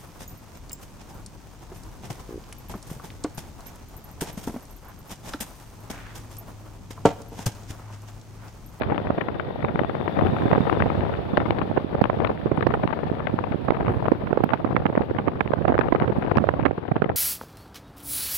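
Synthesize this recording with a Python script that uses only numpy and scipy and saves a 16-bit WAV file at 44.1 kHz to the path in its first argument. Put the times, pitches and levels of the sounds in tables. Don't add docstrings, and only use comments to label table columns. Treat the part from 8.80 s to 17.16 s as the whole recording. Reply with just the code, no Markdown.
import sys
import numpy as np
from scipy import signal
from scipy.fft import rfft, irfft, next_fast_len
from scipy.io import wavfile

SR = 44100
rng = np.random.default_rng(int(sys.argv[2]) if len(sys.argv) > 2 else 0)


def persist_wave(psi):
    counts = np.round(np.clip(psi, -1, 1) * 32767).astype(np.int16)
    wavfile.write(sys.argv[1], SR, np.atleast_2d(counts).T)


N = 368668
TIME = np.arange(N) / SR


def gain_of(db):
    return 10 ** (np.asarray(db) / 20)


def evened(x):
    return x / np.sqrt(np.mean(x ** 2, axis=-1, keepdims=True) + 1e-20)


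def follow(rows):
    s, *columns = np.transpose(rows)
    return np.array([np.interp(TIME, s, c) for c in columns])


def colour(x, points):
    size = next_fast_len(x.shape[-1], real=True)
    f, db = np.transpose(points)
    hz = np.fft.rfftfreq(size, 1 / SR)
    gain = gain_of(np.interp(np.log(hz + 1), np.log(f), db))
    return irfft(rfft(x, size) * gain, size)[..., :x.shape[-1]]


def wander(rate_hz):
    size = next_fast_len(N, real=True)
    hz = np.fft.rfftfreq(size, 1 / SR)
    lowpass = np.exp(-.5 * (hz / rate_hz) ** 2)
    return evened(irfft(rfft(rng.standard_normal((2, size))) * lowpass, size)[:, :N])


def sides(left_db):
    return gain_of([[left_db / 2], [-left_db / 2]])


def add(mix, s, sound):
    start = round(s * SR) - len(sound) // 2
    sound = sound[max(-start, 0):]
    part = mix[max(start, 0):][:len(sound)]
    part += sound[:len(part)]


def fuzzy_tone(rows, width_hz, left_db):
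    hz, db = follow(rows)
    phase = 2 * np.pi * np.cumsum(hz) / SR
    band = wander(width_hz) * np.cos(phase) + wander(width_hz) * np.sin(phase)
    return gain_of(db) * sides(left_db) * band


def snaps(rows, half_s, octaves):
    size = 1024
    t, hz = (np.arange(size) - size // 2) / SR, np.fft.rfftfreq(size, 1 / SR)
    envelope = np.exp(-.5 * (t / half_s) ** 2)
    out = np.zeros(N)
    for (s, db, centre_hz), chance in zip(rows, rng.standard_normal((len(rows), size))):
        band = np.exp(-.5 * (np.log2((hz + 1) / centre_hz) / octaves) ** 2)
        add(out, s, gain_of(db) * evened(irfft(rfft(chance) * band)) * envelope)
    return out


def bursts(rows, left_steepness=4.88, right_steepness=5.67, squareness=1.55, attack=3.8, extent=1.69,
           leak_hz=70, edge_s=0.00076, lead=0.78, ceiling=0.84, soft_hz=4200):
    # f/Hz, relative level/dB
    port_colour = [(20, -35), (60, -19), (120, 0.5), (220, -0.5), (1400, -2.5), (2000, -3), (3000, -8.5),
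                   (4000, -14.5), (5000, -28.5), (6500, -40), (16000, -44.5)]
    # f/Hz, relative level/dB
    edge_colour = [(300, -23), (900, -3), (1600, 10), (2200, 4), (3000, -4), (4000, -18.5), (5000, -37.5),
                   (6500, -51.5), (16000, -51.5)]
    s, port, db, half, bright_hz = np.transpose(rows)[:, :, None]

    crisp_db = db - 26 + 21 * np.log2(bright_hz / 758)
    crisp_db = crisp_db - 0.38 * (db + 11.5)
    crisp_db = crisp_db + 1.0 * rng.standard_normal(db.shape)

    size = 2048
    coarse, fine = rng.standard_normal((len(rows), 2, size)).swapaxes(0, 1)
    t, hz = (np.arange(size) - size // 2) / SR, np.fft.rfftfreq(size, 1 / SR)

    def sized(x, level_db, half_s):
        bell = np.sqrt(np.sqrt(2 * np.pi) * half_s * SR / size)
        return gain_of(level_db) * bell * evened(x)

    shape = np.where(t < 0, attack * squareness, squareness)
    swirl = rfft(coarse * np.exp(-abs(t / (extent * half)) ** shape))
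    steepness = np.where(port > .5, right_steepness, left_steepness)
    swirl /= np.sqrt(1 + (hz / bright_hz) ** steepness)
    body = colour(irfft(swirl), port_colour)
    body = signal.lfilter(*signal.butter(2, leak_hz, "high", fs=SR), body)

    age = t + lead * half
    edge_envelope = np.exp(-np.maximum(age, -1.8 * age) / np.sqrt(edge_s * half))
    edge = colour(fine * edge_envelope, edge_colour)
    sound = sized(body, db, half) + sized(edge, crisp_db, half)

    pressed = ceiling * np.tanh(sound / ceiling) - sound
    sound = sound + signal.sosfiltfilt(signal.butter(2, soft_hz, fs=SR, output="sos"), pressed)
    out = np.zeros((2, N))
    for when, side, one in zip(s[:, 0], port[:, 0], sound):
        add(out[int(side > .5)], when, one)
    return out


def knocks():
    # t/s, port (0 left, 1 right), relative level/dB, half length/s, brightness f/Hz
    eddies = [(0.0124, 1, -14, 0.0014, 730), (0.023, 0, -24.5, 0.0038, 1320),
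              (0.037, 0, -26.5, 0.0033, 1350), (0.105, 0, -19.5, 0.0048, 960), (0.124, 1, -16, 0.0018, 755),
              (0.1484, 0, -18.5, 0.002, 950), (0.18, 0, -11.5, 0.00033, 1560),
              (0.273, 0, -24.5, 0.0024, 1170), (0.306, 1, -7.5, 0.0014, 603),
              (0.3852, 0, -22, 0.0025, 1210), (0.3855, 1, -12, 0.0012, 605), (0.416, 0, -21, 0.0049, 1340),
              (0.4873, 0, -17, 0.0023, 1200), (0.599, 0, -18, 0.0011, 1400), (0.829, 0, -26, 0.0024, 1180),
              (0.8444, 1, -6, 0.00036, 376), (0.8483, 0, -9, 0.00051, 980), (0.89, 0, -21, 0.0054, 1000),
              (0.9585, 0, -12, 0.00078, 1000), (0.9585, 1, -18, 0.00088, 500),
              (0.994, 0, -10.5, 0.0017, 1170), (1.017, 1, -9.5, 0.0011, 430),
              (1.036, 0, -14.5, 0.00075, 970), (1.048, 0, -12, 0.00076, 1090),
              (1.097, 0, -12, 0.00068, 1110), (1.1526, 0, -13, 0.00062, 735),
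              (1.213, 0, -14.5, 0.00068, 706), (1.2803, 0, -13.5, 0.0019, 1130),
              (1.371, 0, -23, 0.0031, 1020), (1.392, 0, -8.5, 0.0012, 850),
              (1.412, 0, -11.5, 0.00048, 1060), (1.4355, 1, -12, 0.0014, 520), (1.47, 0, -15, 0.0006, 1160),
              (1.5672, 0, -19, 0.0019, 1130), (1.641, 0, -21.5, 0.0032, 700), (1.657, 1, -10, 0.0024, 540),
              (1.6644, 0, -17, 0.0023, 650), (1.6836, 0, -19.5, 0.0027, 780),
              (1.715, 0, -13.5, 0.0013, 1090), (1.7325, 1, -6.5, 0.0019, 1010),
              (1.752, 0, -14.5, 0.0013, 940), (1.7579, 1, -8, 0.00044, 750), (1.7603, 0, -15, 0.0017, 850),
              (1.78, 1, -11.5, 0.0019, 600), (1.808, 1, -16, 0.00097, 426), (1.875, 0, -14.5, 0.0046, 850),
              (1.8978, 0, -8, 0.00071, 860), (1.928, 0, -6.5, 0.001, 1050), (1.973, 0, -14.5, 0.002, 700),
              (2.006, 0, -16, 0.0034, 1190), (2.024, 0, -9.5, 0.0011, 1560), (2.0603, 1, -12, 0.002, 630),
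              (2.0646, 0, -14, 0.0011, 550), (2.103, 0, -13.5, 0.0016, 980), (2.182, 0, -24, 0.0023, 750),
              (2.2089, 0, -23.5, 0.0015, 1200), (2.341, 0, -22.5, 0.0025, 1040),
              (2.537, 1, -12.5, 0.0021, 450), (2.5733, 0, -7, 0.00072, 1350), (2.5782, 1, 1, 0.00059, 690),
              (2.6054, 0, -20.5, 0.0026, 1240), (2.6102, 1, -18.5, 0.0022, 393),
              (2.661, 0, -19.5, 0.0031, 1030), (2.7078, 0, -5, 0.0005, 1340),
              (2.789, 0, -21.5, 0.0031, 1190), (2.818, 0, -14, 0.0021, 860),
              (2.9146, 1, -11.5, 0.0013, 553), (2.967, 0, -18, 0.0024, 680), (2.977, 1, -8.5, 0.0023, 870),
              (3.1526, 1, -3, 0.00052, 450), (3.184, 0, -21, 0.0015, 590), (3.2156, 1, -6, 0.0016, 730),
              (3.2415, 0, -12, 0.00065, 1500), (3.2571, 0, -14, 0.0016, 930), (3.3, 1, -6, 0.0012, 890),
              (3.3732, 1, -18, 0.0028, 600), (3.404, 0, -10.5, 0.0011, 830), (3.4495, 0, -12, 0.0021, 1280),
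              (3.474, 0, -19, 0.0017, 1270), (3.504, 1, -12, 0.0016, 710), (3.661, 1, -9, 0.001, 423),
              (3.718, 1, -7.5, 0.0015, 625), (3.777, 0, -18.5, 0.0024, 1030),
              (3.789, 1, -19.5, 0.0014, 800), (3.81, 0, -14, 0.0011, 1100), (3.828, 0, -15.5, 0.0019, 1370),
              (3.832, 1, -21, 0.0012, 1100), (3.8695, 1, -4, 0.002, 940), (3.909, 0, -18.5, 0.0038, 900),
              (3.942, 1, -11.5, 0.0023, 1070), (4.038, 0, -17.5, 0.0029, 1020),
              (4.039, 1, -13.5, 0.0021, 505), (4.053, 1, -11, 0.00083, 403),
              (4.0763, 0, -12, 0.00045, 1480), (4.0927, 0, -24, 0.0021, 680),
              (4.1076, 0, -19.5, 0.0018, 1000), (4.1315, 0, -16.5, 0.0032, 1170),
              (4.191, 0, -15.5, 0.001, 780), (4.257, 1, -21, 0.0025, 364), (4.318, 1, -10, 0.0014, 344),
              (4.4057, 0, -21, 0.0017, 920), (4.473, 0, -17.5, 0.0024, 1360),
              (4.541, 1, -4.5, 0.00083, 397), (4.59, 0, -10.5, 0.00069, 940),
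              (4.641, 0, -15.5, 0.0012, 1020), (4.727, 0, -23, 0.0066, 950), (4.746, 1, -9, 0.00074, 540),
              (4.8856, 1, -12, 0.0026, 850), (4.89, 0, -20, 0.0023, 600), (4.907, 1, 0, 0.00086, 1120),
              (4.9223, 1, -10.5, 0.0011, 590), (4.951, 0, -22, 0.0037, 860), (4.9696, 0, -19, 0.0019, 880),
              (5.007, 1, -13.5, 0.00088, 745), (5.009, 0, -15, 0.0008, 920), (5.0697, 0, -23, 0.0018, 1100),
              (5.0835, 1, -15, 0.002, 1090), (5.098, 1, -20, 0.0045, 800), (5.2586, 1, -17, 0.0026, 970),
              (5.284, 0, -10.5, 0.00094, 920), (5.32, 1, -0.5, 0.0017, 524), (5.4746, 1, -24, 0.0028, 960),
              (5.511, 1, -16.5, 0.0029, 660), (5.5308, 1, -6.5, 0.0016, 825), (5.5756, 1, -6, 0.0016, 674),
              (5.606, 1, -10.5, 0.001, 430), (5.61, 0, -18.5, 0.0012, 680), (5.6393, 1, -6.5, 0.0017, 870),
              (5.6934, 0, -20.5, 0.0015, 1200), (5.7075, 0, -25.5, 0.0029, 1400),
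              (5.7264, 1, -22.5, 0.0055, 794), (5.738, 1, -7.5, 0.0026, 1060), (5.848, 1, -8.5, 0.002, 770),
              (5.8748, 1, -20.5, 0.0015, 750), (5.949, 1, -11.5, 0.0014, 380), (5.967, 1, -6, 0.0016, 1000),
              (6.0568, 1, -6, 0.0011, 720), (6.0655, 1, -15, 0.0013, 1200), (6.101, 1, -13, 0.0014, 510),
              (6.128, 1, -23, 0.0015, 780), (6.154, 1, -11.5, 0.0011, 960), (6.1776, 1, -4, 0.0014, 564),
              (6.1785, 0, -16.5, 0.0018, 1120), (6.2107, 1, -10.5, 0.0011, 517),
              (6.2182, 0, -13, 0.0005, 1170), (6.312, 1, -14, 0.0022, 495), (6.35, 0, -19.5, 0.0016, 670),
              (6.369, 0, -28, 0.002, 950), (6.3893, 1, -15, 0.003, 1030), (6.478, 1, -10.5, 0.0026, 700),
              (6.484, 1, -11, 0.0019, 1020), (6.6098, 1, -9, 0.002, 1460), (6.6618, 1, -20, 0.0021, 680),
              (6.6775, 0, -22, 0.00065, 1450), (6.7074, 1, -10, 0.00076, 490), (6.721, 0, -20, 0.0018, 920),
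              (6.7365, 1, -6.5, 0.0014, 960), (6.8174, 1, -17, 0.0017, 520), (6.854, 1, -8, 0.0014, 695),
              (6.8832, 0, -28, 0.0038, 1210), (6.8833, 1, -9.5, 0.0031, 873),
              (6.8923, 0, -23, 0.00081, 1330), (6.901, 1, -8.5, 0.0035, 540),
              (6.923, 1, -6.5, 0.00066, 805), (6.9277, 0, -16, 0.0012, 890), (6.945, 1, -17, 0.0019, 950),
              (6.954, 1, -9.5, 0.00094, 790), (6.98, 0, -10, 0.00044, 1110), (6.992, 1, -2.5, 0.0014, 970),
              (7.0144, 0, -16, 0.003, 1320), (7.0372, 0, -23, 0.0025, 1060), (7.086, 0, -13, 0.0014, 690),
              (7.126, 1, -3, 0.0019, 880), (7.151, 1, -6, 0.0012, 850), (7.162, 0, -16, 0.0025, 940),
              (7.202, 0, -20, 0.0018, 1350), (7.2172, 0, -18.5, 0.0027, 680), (7.223, 1, -5.5, 0.0011, 770),
              (7.2309, 0, -23, 0.00083, 1280), (7.246, 0, -19, 0.0026, 754),
              (7.2806, 1, -15.5, 0.0024, 940), (7.301, 1, -13, 0.0036, 620), (7.388, 1, -17.5, 0.0024, 540),
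              (7.4267, 0, -22, 0.0028, 1220), (7.448, 1, -21, 0.0023, 700), (7.4655, 0, -27, 0.0018, 1150),
              (7.516, 0, -14.5, 0.0014, 920), (7.573, 1, -4.5, 0.0016, 1080),
              (7.584, 1, -6.5, 0.00081, 1140), (7.6223, 1, -16, 0.001, 520), (7.6421, 1, -8, 0.0013, 564),
              (7.672, 1, -18, 0.0011, 850), (7.6915, 1, -4, 0.0015, 900), (7.74, 1, -11.5, 0.0012, 714),
              (7.7959, 1, -9.5, 0.0011, 510), (7.7987, 0, -15, 0.00083, 1000),
              (7.8555, 1, -7.5, 0.0014, 1190), (7.863, 1, -6, 0.002, 1150), (7.9113, 1, -11, 0.00099, 584),
              (7.981, 0, -20, 0.0019, 683), (7.9833, 1, -20, 0.0025, 345), (8.0546, 0, -24.5, 0.0018, 750),
              (8.118, 1, -7.5, 0.0019, 740), (8.158, 0, -14, 0.00045, 1040), (8.166, 1, -11.5, 0.0021, 910),
              (8.2232, 1, -6.5, 0.002, 920), (8.2442, 0, -13.5, 0.0013, 1030), (8.261, 1, -17, 0.0025, 606),
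              (8.295, 0, -23.5, 0.0011, 1400), (8.301, 1, -11, 0.0013, 710)]
    return bursts(eddies)


def shoves(cycles=0.37):
    # t/s, port (0 left, 1 right), relative level/dB, swing f/Hz
    pushes = [(1.4923, 0, -9, 150), (1.635, 1, -8, 218), (1.685, 1, -11, 332), (1.7292, 1, -4.5, 165),
              (1.7817, 1, -5, 418), (1.8075, 1, -3.5, 190), (1.82, 1, -13, 171), (2.017, 1, -19, 180),
              (2.1779, 1, -10.5, 170), (2.9789, 1, -5.5, 303), (3.047, 1, -10, 274), (3.154, 1, -9, 258),
              (3.219, 1, -1.5, 205), (3.244, 0, -12, 210), (3.4007, 0, -12.5, 200), (3.7829, 1, -8, 190),
              (4.0557, 1, -6, 200), (4.5413, 1, -10, 240), (4.7134, 1, -12, 190), (4.7583, 1, -12, 232),
              (5.0817, 1, -7, 180), (5.3241, 1, -7.5, 392), (5.6423, 1, -5, 217), (6.207, 1, -8, 200),
              (7.385, 1, -11.5, 201), (7.8285, 1, -12, 180)]
    out, t = np.zeros((2, N)), np.arange(-1024, 1024) / SR
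    for s, port, db, hz in pushes:
        swing = np.sin(2 * np.pi * hz * t) * np.exp(-.5 * (hz * t / cycles) ** 2)
        add(out[int(port > .5)], s, gain_of(db) * swing)
    return out


def cracks(crack_hz=4400, spray_hz=12500, wide_hz=8000, wide_db=-16.0):
    # t/s, dry crack level/dB, bright spray level/dB
    overloads = [(2.577, -40, -58), (3.216, -39, -47), (3.871, -35, -52), (4.9075, -51, -75),
                 (5.3215, -40, -64), (5.575, -44, -62), (5.6385, -38, -52), (5.642, -38, -33.5),
                 (5.741, -44, -59), (6.61, -46, -68), (6.737, -46, -56), (6.882, -37, -53),
                 (6.992, -34.5, -53), (7.125, -47, -55), (7.5723, -32.5, -53), (7.857, -45, -57)]
    crack = snaps([(s, db, crack_hz) for s, db, _ in overloads], half_s=0.00035, octaves=0.24)
    skirt = snaps([(s, db + wide_db, wide_hz) for s, db, _ in overloads], half_s=0.0003, octaves=0.55)
    spray = snaps([(s, db, spray_hz) for s, _, db in overloads], half_s=0.00042, octaves=0.22)
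    return crack + skirt + spray


def gust(at_s=1.73, length_s=0.78, peak_db=-29.5, fade_db=5.0, spread_db=6.0,
         left_hz=980, right_hz=560, half_s=0.0008, count=130):
    place = 2 * (np.arange(count) + rng.random(count)) / count - 1
    port = rng.random(count) < .35
    db = peak_db - fade_db * place ** 2
    db = db + spread_db * np.clip(rng.standard_normal(count), -2, 2)
    s = at_s + place * length_s / 2
    hz = np.where(port, right_hz, left_hz)
    return bursts(np.transpose([s, port, db, np.full(count, half_s), hz]))


def airflow(gust_db=2.5, gust_hz=3.3):
    # t/s, left relative level/dB, right relative level/dB
    swell = [(0.0, -30.5, -31), (0.64, -33, -34.5), (0.96, -29, -30.5), (1.12, -31.5, -36),
             (1.3, -28, -30.5), (1.5, -23, -29.5), (1.7, -27.5, -28.5), (1.95, -25, -26.5), (2.4, -29, -32),
             (4.0, -29.5, -29.5), (4.48, -30.5, -34), (4.8, -33.5, -30.5), (5.28, -27.5, -30.5),
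             (5.44, -33, -32), (6.56, -30, -32), (6.88, -33, -26.5), (7.52, -26, -29.5), (7.84, -27.5, -31),
             (8.0, -34.5, -34), (8.32, -30, -35.5)]
    return follow(swell) + gust_db * np.clip(wander(gust_hz), -2, 2)


def patter(wind_db, level_db=-2.0, spread_db=0.5, most_db=2.0, top_db=-22.0, left_hz=830, right_hz=440,
           spread=0.22, half_s=0.0012, clump_db=4.0, clump_hz=14, count=600):
    density = gain_of(clump_db * np.clip(wander(clump_hz)[0], -2, 1.5))
    arrivals = np.cumsum(density)
    s = np.interp((np.arange(count) + rng.random(count)) / count, arrivals / arrivals[-1], TIME)
    port = rng.integers(0, 2, count)
    long, bright = np.clip(rng.standard_normal((count, 2)), -2, 2).T
    extra_db = np.minimum(spread_db * rng.exponential(1, count), most_db)
    db = np.minimum(wind_db[port, (s * SR).astype(int)] + level_db + extra_db, top_db)
    hz = np.where(port, right_hz, left_hz) * np.exp(spread * bright)
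    return bursts(np.transpose([s, port, db, half_s * np.exp(0.086 * long), hz]))


def buffeting(wind_db, rumble_db=-0.5, flutter_db=-5.0, lumpy_db=5.5, gusty_db=11.5,
              flutter_hz=65, ceiling=1.62):
    # f/Hz, relative level/dB
    rumble_colour = [(20, -30.5), (32, -21), (50, -15.5), (70, -7), (100, -4), (160, -6.5), (250, -10.5),
                     (450, -17), (1000, -34), (3000, -77.5)]
    # f/Hz, relative level/dB
    flutter_colour = [(30, -32), (80, -15), (160, -5), (300, -0.5), (500, 0.5), (750, -3), (1000, -8),
                      (1600, -18), (2500, -28), (3600, -48.5), (5000, -47), (6500, -69.5)]
    puffs = ceiling * np.tanh(wander(flutter_hz) / ceiling)
    rumble = evened(colour(rng.standard_normal((2, N)) * gain_of(lumpy_db * puffs), rumble_colour))
    flutter = evened(colour(rng.standard_normal((2, N)) * gain_of(gusty_db * puffs), flutter_colour))
    mix = gain_of(rumble_db) * sides(left_db=-5.0) * rumble
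    mix = mix + gain_of(flutter_db) * sides(left_db=7.0) * flutter
    return gain_of(wind_db) * mix


def ticks(level_db=-18.0):
    # t/s, relative level/dB, centre f/Hz
    tick_rows = [(0.020, -25, 3780), (0.035, -33, 3900), (0.599, -24, 2880), (0.994, -17, 2880),
                 (2.573, -24.5, 4050), (2.7075, -27, 3980), (2.7895, -27, 4000), (3.241, -27, 3300),
                 (3.4765, -24, 3860), (3.769, -47, 8800), (3.953, -49, 8800), (4.0762, -42, 3280),
                 (4.849, -49, 9500), (5.033, -52, 10000), (5.122, -49, 8900), (7.200, -29.5, 3880),
                 (7.282, -52, 9000), (7.388, -47, 8400), (7.704, -54, 9300)]
    return gain_of(level_db) * sides(left_db=19.0) * snaps(tick_rows, half_s=0.00057, octaves=0.12)


def rush(level_db=29.0, shade_db=-28.0, shade_hz=1300):
    # t/s, relative level/dB
    course = [(0.0, -66), (0.84, -66.5), (1.68, -60), (3.03, -66), (4.94, -66.5), (6.45, -69.5),
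              (7.66, -66.5), (7.94, -71), (8.36, -74)]
    # f/Hz, relative level/dB
    rush_colour = [(30, -12.5), (200, -0.5), (700, 1), (1100, -9), (2000, -15), (3000, -17.5), (3600, -19),
                   (4500, -27), (5500, -38), (6700, -46), (10000, -47), (12700, -43), (14500, -49.5),
                   (15600, -46.5)]
    patches = gain_of(1.1 * wander(30))
    left, right = colour(rng.standard_normal((2, N)) * patches, rush_colour)
    dull = signal.lfilter(*signal.butter(1, shade_hz, fs=SR), right)
    right = dull + gain_of(shade_db) * (right - dull)
    return gain_of(follow(course) + level_db) * np.array([left, right]) / np.std(left)


def whine(level_db=-2.5, broken_db=2.5, broken_hz=9):
    # t/s, pitch f/Hz, relative level/dB
    gear = [(0, 1913, -56), (.9, 1880, -56), (2.4, 1813, -55), (3.3, 1766, -68.5), (4.3, 1750, -54),
            (5.8, 1755, -66), (7, 1724, -57.5), (8.36, 1544, -67.5)]
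    breaks = evened(gain_of(broken_db * np.clip(wander(broken_hz), -2, 1.2)))
    return gain_of(level_db) * fuzzy_tone(gear, width_hz=24, left_db=8.5) * breaks


def chirping(level_db=-9.5, spread_db=2.0, scatter_hz=75, glide_hz_per_s=2500, half_s=0.005,
             fuzz=1.0, count=900):
    # t/s, pitch f/Hz, relative level/dB
    shrill = [(0, 3490, -55), (.8, 3590, -55.5), (1.7, 3550, -47.5), (2.25, 3560, -59), (2.6, 3500, -54),
              (3.3, 3520, -67), (5, 3360, -70), (8.36, 3490, -89)]
    hz, db = follow(shrill)
    out, t = np.zeros(N), np.arange(-1500, 1500) / SR
    envelope = np.exp(-.5 * (t / half_s) ** 2)
    places = ((np.arange(count) + rng.random(count)) * (N - 1) / count).astype(int)
    scatter = np.clip(rng.standard_normal((count, 3)), -1.6, 1.6)
    for at, (pitch, glide, strength) in zip(places, scatter):
        turns = (hz[at] + scatter_hz * pitch) * t + glide_hz_per_s * glide * t ** 2 / 2
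        fleck = np.cos(2 * np.pi * turns) * envelope
        add(out, at / SR, gain_of(db[at] + spread_db * strength) * fleck)
    return gain_of(level_db) * sides(left_db=16.5) * out * (1 + fuzz * wander(90)[0])


def thin_hiss():
    # t/s, centre f/Hz, relative level/dB
    glide = [(0, 14800, -82), (.5, 13900, -83), (1, 12400, -86), (1.6, 11500, -75), (2.2, 11280, -91),
             (3, 11740, -95), (4.9, 11100, -95), (5.3, 11830, -79), (5.9, 13700, -85.5),
             (6.35, 13300, -82.5), (6.7, 12000, -87), (7.1, 11300, -84.5), (7.6, 10850, -97)]
    return fuzzy_tone(glide, width_hz=560, left_db=8.5) * evened(gain_of(3.0 * wander(14)))


def swish(left_db=8.0):
    # t/s, half length/s, centre f/Hz, width f/Hz, relative level/dB
    swells = [(1.66, 0.22, 7500, 3600, -77), (5.13, 0.05, 11000, 2400, -74)]
    out = np.zeros((2, N))
    for s, half, hz, width_hz, db in swells:
        envelope = np.exp(-.5 * ((TIME - s) / half) ** 2)
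        out += envelope * fuzzy_tone([(s, hz, db)], width_hz, left_db)
    return out


def self_noise(level_db=-86.5):
    return gain_of(level_db) * rng.standard_normal((2, N))


def scene():
    wind_db = airflow()
    wind = knocks() + shoves() + gust() + patter(wind_db) + buffeting(wind_db)
    wind[1] += cracks()
    running = rush() + whine() + chirping()
    high = thin_hiss() + swish() + ticks()
    return wind + running + high + self_noise()


def record(dry, knee=0.8, soft_hz=2600, band_edge_hz=16000):
    clean, room = np.clip(dry, -knee, knee), .94 - knee
    pressed = clean + room * np.tanh((dry - clean) / room) - dry
    loaded = dry + signal.sosfiltfilt(signal.butter(2, soft_hz, fs=SR, output="sos"), pressed)
    lowpass = signal.firwin(511, band_edge_hz, window=("kaiser", 9), fs=SR)
    return signal.oaconvolve(loaded, lowpass[None], "same")


dry = scene()
out = record(dry)
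persist_wave(out)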